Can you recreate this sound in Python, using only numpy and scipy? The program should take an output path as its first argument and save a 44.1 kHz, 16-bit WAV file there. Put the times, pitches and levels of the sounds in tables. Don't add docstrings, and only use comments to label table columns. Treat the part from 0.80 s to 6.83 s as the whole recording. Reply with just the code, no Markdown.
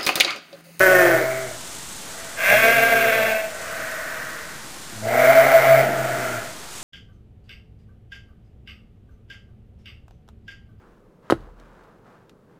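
import sys
import numpy as np
from scipy import signal
from scipy.fft import rfft, irfft, next_fast_len
from scipy.io import wavfile
from scipy.ndimage import uniform_filter1d, map_coordinates

SR = 44100
rng = np.random.default_rng(int(sys.argv[2]) if len(sys.argv) > 2 else 0)


def wav_record(signal):
    frames = np.transpose(np.atleast_2d(signal))
    bounded = np.clip(frames, -1, 1)
    quanta = np.round(bounded * 32767).astype(np.int16)
    wavfile.write(sys.argv[1], SR, quanta)


N = 265923
TIME_S = np.arange(N) / SR

CALLS = { "falling lamb": (-0.0169, 0.0249, .27, 0.1945, 190, 190, 151, .02, -15.5, 3, -13.5, 12.5),
         "first ewe": (-0.05, 0.27, 0.16, 0.42, 129, 131, 105, 0.63, -18, 14, -25.5, 3),
         "far mutter": (1.15, 0.27, .2, .1, 126, 132, 125, 0.3, -42.5, 12, -42, 5),
         "long lamb": (1.558, 0.1452, 0.8, 0.22, 160, 229, 213, .34, -18, 3.5, -14, 10.5),
         "ewe underneath": (1.77, 0.1, 0.5, 0.26, 120, 135, 106, 0.2, -29.5, 3, -29, 0.5),
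         "far bleat": (2.5, .5, 0.4, 0.57, 150, 162, 152, 0.35, -33.5, 11.5, -30.5, 2.5),
         "second far mutter": (4, 0.3, 1.1, -0.5, 125.5, 132, 126, 0.4, -44.5, 0, -42.5, -3),
         "loud ewe": (4.222, .23, 0.54, 0.0968, 107, 135, 134, .37, -12.5, 1, -18, 3.5),
         "last ewe": (5.0, 0.04, 0.47, 0.27, 136, 136, 104, 0.1, -21, 15, -28, 1), }
# centre_hz, width_hz, gain_db
FALLING_LAMB_THROAT = [(341, 79, 3), (593, 58, 10.5), (1060, 450, -7.5), (1498, 56, 4), (1790, 62, 3),
                       (2160, 113, -7), (2500, 120, -12), (3240, 200, -19)]
EWE_THROAT = [(564, 26, -26), (650, 45, 5), (1017, 320, -16.5), (1400, 240, -13), (1790, 83, -17),
              (1958, 310, -15.5), (2272, 320, -18.5)]
FAR_THROAT = [(456, 45, 3), (642, 120, 10), (1350, 520, 2.5), (1530, 220, 7.5), (1930, 200, 3),
              (2290, 610, -4)]
LONG_LAMB_THROAT = [(236, 32, -15.5), (442, 33, -11.5), (651, 71, 5), (1160, 120, -11), (1590, 110, -1.5),
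                    (2076, 72, -1), (2275, 330, -7), (2756, 220, -9.5), (3260, 220, -16)]
UNDER_EWE_THROAT = [(395, 85, -31), (520, 200, -10.5), (1410, 120, -13.5), (2220, 1600, -24.5)]
LAST_EWE_THROAT = [(186, 70, -17.5), (345, 67, -12.5), (494, 50, -11), (613, 42, -2), (660, 73, -1.5),
                   (980, 430, -13.5), (1400, 180, -6), (1890, 330, -11), (2160, 470, -13),
                   (3400, 1200, -28)]
CLEAR = (.008, .007, .25)
GRAINY = (.013, .008, .35)
HOARSE = (.02, .012, .7)
CRACKED = (.03, .015, 1.2)
# harmonic_number, level_db
HOLLOW_CHEST = [(1, 0), (2, -10), (3, 3)]
FULL_CHEST = [(1, 0), (2, -3), (3, -11)]
THIN_CHEST = [(1, 0), (2, -16), (3, -18)]
# freq_hz, density_db
MOUTH_SPECTRUM = [(1500, -7), (3800, -3), (5000, -1), (6500, -0.5), (8000, 2), (10000, -17)]
STRAW_SPECTRUM = [(800, -17), (2000, -9.5), (3500, -5), (5000, -7.5), (6500, 0), (8000, 3), (10000, -21)]
AIR_SPECTRUM = [(20, -3), (50, 2), (85, -2.5), (140, 3), (300, 0.5), (650, -4), (900, -1.5), (1500, -2),
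                (2500, -7), (5000, -6)]
# peak_s, level_db, sigma_s
STRAW_SHUFFLES = [(1.05, -38.5, 0.83), (2.9, -42.5, 0.29), (4.25, -42, 0.33), (5.42, -39.5, 0.25),
                  (5.98, -38, 0.048)]
EWE_SURGES = [(4.502, -6.5, 0.009), (4.582, -8, 0.025), (4.754, -6.5, 0.015), (4.916, -9, 0.023)]


def from_db(db):
    return 10 ** (np.asarray(db) / 20)


def unit_rms(x):
    return x / np.sqrt(np.mean(x ** 2) + 1e-20)


def sine(phase_cycles):
    return np.sqrt(2) * np.sin(2 * np.pi * phase_cycles)


def drift(rate_hz):
    pole = np.exp(-40 * np.pi * rate_hz / SR)
    white = rng.standard_normal(N // 20 + 2002)
    slow = signal.lfilter([1], [1, -2 * pole, pole * pole], white)[2000:]
    return np.interp(np.arange(N) / 20, np.arange(len(slow)), unit_rms(slow))


def butter(x, cutoff_hz, kind, order=2):
    return signal.sosfilt(signal.butter(order, cutoff_hz, kind, fs=SR, output="sos"), x)


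def noise(spectrum):
    freq_hz, density_db = np.transpose(spectrum)
    size = next_fast_len(N, True)
    bins_hz = np.maximum(np.fft.rfftfreq(size, 1 / SR), 1)
    gain = from_db(np.interp(np.log(bins_hz), np.log(freq_hz), density_db))
    return unit_rms(irfft(gain * rfft(rng.standard_normal(size)))[:N])


def swells(rows):
    return sum(from_db(level_db) * np.exp(-.5 * ((TIME_S - peak_s) / sigma_s) ** 2)
               for peak_s, level_db, sigma_s in rows)


def steady_level(x):
    size = int(.035 * SR)
    power = np.abs(uniform_filter1d(uniform_filter1d(x * x, size), size))
    slow_power = np.abs(uniform_filter1d(power, 8 * size))
    return x / np.sqrt(.75 * power + .25 * slow_power + 1e-12)


def call_pitch_hz(call):
    start_s, end_s = call[0], sum(call[:4])
    first_hz, crest_hz, last_hz, rise_s = call[4:8]
    rise = np.sin(np.pi / 2 * np.clip((TIME_S - start_s) / rise_s, 0, 1))
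    sag = np.interp(TIME_S, [start_s + rise_s, end_s], [0, 1]) ** 1.5
    return first_hz + (crest_hz - first_hz) * rise + (last_hz - crest_hz) * sag


def effort(call, lead_s=0):
    return np.interp(TIME_S + lead_s, np.cumsum(call[:4]), [0, 1, 1, 0])


def call_gains(call):
    vowel_db, vowel_fade_db_per_s, rasp_db, rasp_fade_db_per_s = call[8:]
    held_s = np.maximum(TIME_S - call[0] - call[1], 0)
    push = effort(call)
    return (push ** .78 * from_db(vowel_db - vowel_fade_db_per_s * held_s),
            push ** 1.15 * from_db(rasp_db - rasp_fade_db_per_s * held_s))


def fold_cycles(pitch_hz, jitter, quaver):
    return np.cumsum(pitch_hz * (1 + quaver * drift(14) + jitter * drift(110))) / SR


def ring_throat(x, throat):
    out = np.zeros(N)
    for k, (centre_hz, width_hz, gain_db) in enumerate(throat):
        radius = np.exp(-np.pi * width_hz / SR)
        feedback = [1, -2 * radius * np.cos(2 * np.pi * centre_hz / SR), radius ** 2]
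        gain = (-1) ** k * from_db(gain_db) * (1 - radius ** 2) / 2
        out += gain * signal.lfilter([1, 0, -1], feedback, x)
    return out


def barn_echo(x, t60_s):
    delay_s = TIME_S[:SR]
    echoes = rng.standard_normal(SR) * from_db(-60 * delay_s / t60_s) * (delay_s > .006)
    return signal.fftconvolve(x, echoes / np.sqrt(np.sum(echoes ** 2)))[:N]


def bleat(call, throat, roughness, wet_db, vowel_share=1, split_hz=1010):
    jitter, quaver, turbulence = roughness
    phase = fold_cycles(call_pitch_hz(call), jitter, quaver)
    closures = np.diff(np.floor(phase), prepend=0) * from_db(3 * drift(45))
    puffs = butter(rng.standard_normal(N) * np.exp(-3 * (phase % 1)), 120, "high", order=4)
    ragged = 1 + np.interp(TIME_S, [call[0], sum(call[:4])], [-1, 1]) ** 2
    voice = ring_throat(unit_rms(closures) + turbulence * ragged * unit_rms(puffs), throat)
    voice += from_db(wet_db) * barn_echo(voice, t60_s=.61)
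    vowel = steady_level(butter(voice, split_hz, "low", order=6))
    upper = butter(voice, split_hz, "high", order=6)
    rasp = steady_level(butter(upper, 2860, "low"))
    vowel_gain, rasp_gain = call_gains(call)
    return vowel_share * vowel_gain * vowel + rasp_gain * rasp


def falling_lamb():
    return bleat(CALLS["falling lamb"], FALLING_LAMB_THROAT, CLEAR, wet_db=-5.5)


def chest(call, partials, level_db, lead_s=.11, sag_db_per_hz=.47):
    pitch_hz = call_pitch_hz(call)
    phase = fold_cycles(pitch_hz, jitter=.016, quaver=.012)
    tone = sum(from_db(db + 2.8 * drift(14)) * sine(harmonic * phase) for harmonic, db in partials)
    push = np.maximum(effort(call, lead_s), effort(call))
    sag_hz = np.maximum.accumulate(pitch_hz) - pitch_hz
    return tone * np.sqrt(push) * from_db(level_db - sag_db_per_hz * sag_hz)


def ewes():
    first, under = CALLS["first ewe"], CALLS["ewe underneath"]
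    loud, last = CALLS["loud ewe"], CALLS["last ewe"]
    return (bleat(first, EWE_THROAT, HOARSE, wet_db=2) + chest(first, HOLLOW_CHEST, level_db=-38)
            + bleat(under, UNDER_EWE_THROAT, GRAINY, wet_db=3) + chest(under, FULL_CHEST, level_db=-39.5)
            + surging_ewe(loud) + chest(loud, FULL_CHEST, level_db=-35.5)
            + bleat(last, LAST_EWE_THROAT, CRACKED, wet_db=4.5) + chest(last, THIN_CHEST, level_db=-34))


def mouth_hiss(re_rasp_db=-18.2):
    rasp_power = sum(call_gains(call)[1] ** 2 for call in CALLS.values())
    return from_db(re_rasp_db) * noise(MOUTH_SPECTRUM) * np.sqrt(rasp_power)


def straw(rest_db=-49, flicker_db=.9):
    gain = np.hypot(from_db(rest_db), swells(STRAW_SHUFFLES))
    return noise(STRAW_SPECTRUM) * gain * from_db(flicker_db * drift(40))


def barn_air(level_db=-35.5):
    return from_db(level_db) * noise(AIR_SPECTRUM)


def far_sheep():
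    names = "far mutter", "far bleat", "second far mutter"
    return sum(bleat(CALLS[name], FAR_THROAT, CRACKED, wet_db=10) for name in names)


def trembling_lamb(peak_s=1.742, rate_hz=7.58, depth_db=5, decay_s=.5):
    since_s = np.maximum(TIME_S - peak_s, -.5 / rate_hz)
    tremble_db = depth_db * np.exp(-since_s / decay_s) * np.cos(2 * np.pi * rate_hz * since_s)
    return bleat(CALLS["long lamb"], LONG_LAMB_THROAT, GRAINY, wet_db=-3, vowel_share=from_db(tremble_db))


def surging_ewe(call, clean_db=-6.5, rough_db=-2.5):
    surge = swells(EWE_SURGES)
    steady = from_db(clean_db) * call_gains(call)[0]
    partial = sine(fold_cycles(pitch_hz=661, jitter=.016, quaver=.008))
    rough_share = from_db(rough_db) * (1 - .5 * surge / surge.max())
    rough = bleat(call, EWE_THROAT, HOARSE, wet_db=3.5, vowel_share=rough_share)
    return np.hypot(surge, steady) * partial + rough


def scene():
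    flock = falling_lamb() + trembling_lamb() + ewes() + far_sheep() + mouth_hiss()
    echo = from_db(-14) * barn_echo(flock, t60_s=1)
    return (flock + echo + straw() + barn_air())[None]


def record(dry, hold_hz=16000, cutoff_hz=15500, dc_offset=-.007):
    narrow = butter(dry[0], hold_hz / 2, "low", order=16)
    held_index = np.floor(TIME_S * hold_hz) * SR / hold_hz
    held = np.clip(map_coordinates(narrow, [held_index], order=3, mode="nearest"), -1, 1)
    lowpass = signal.ellip(12, .2, 90, cutoff_hz, fs=SR, output="sos")
    return signal.sosfilt(lowpass, held + dc_offset)[None]


dry = scene()
out = record(dry)
wav_record(out)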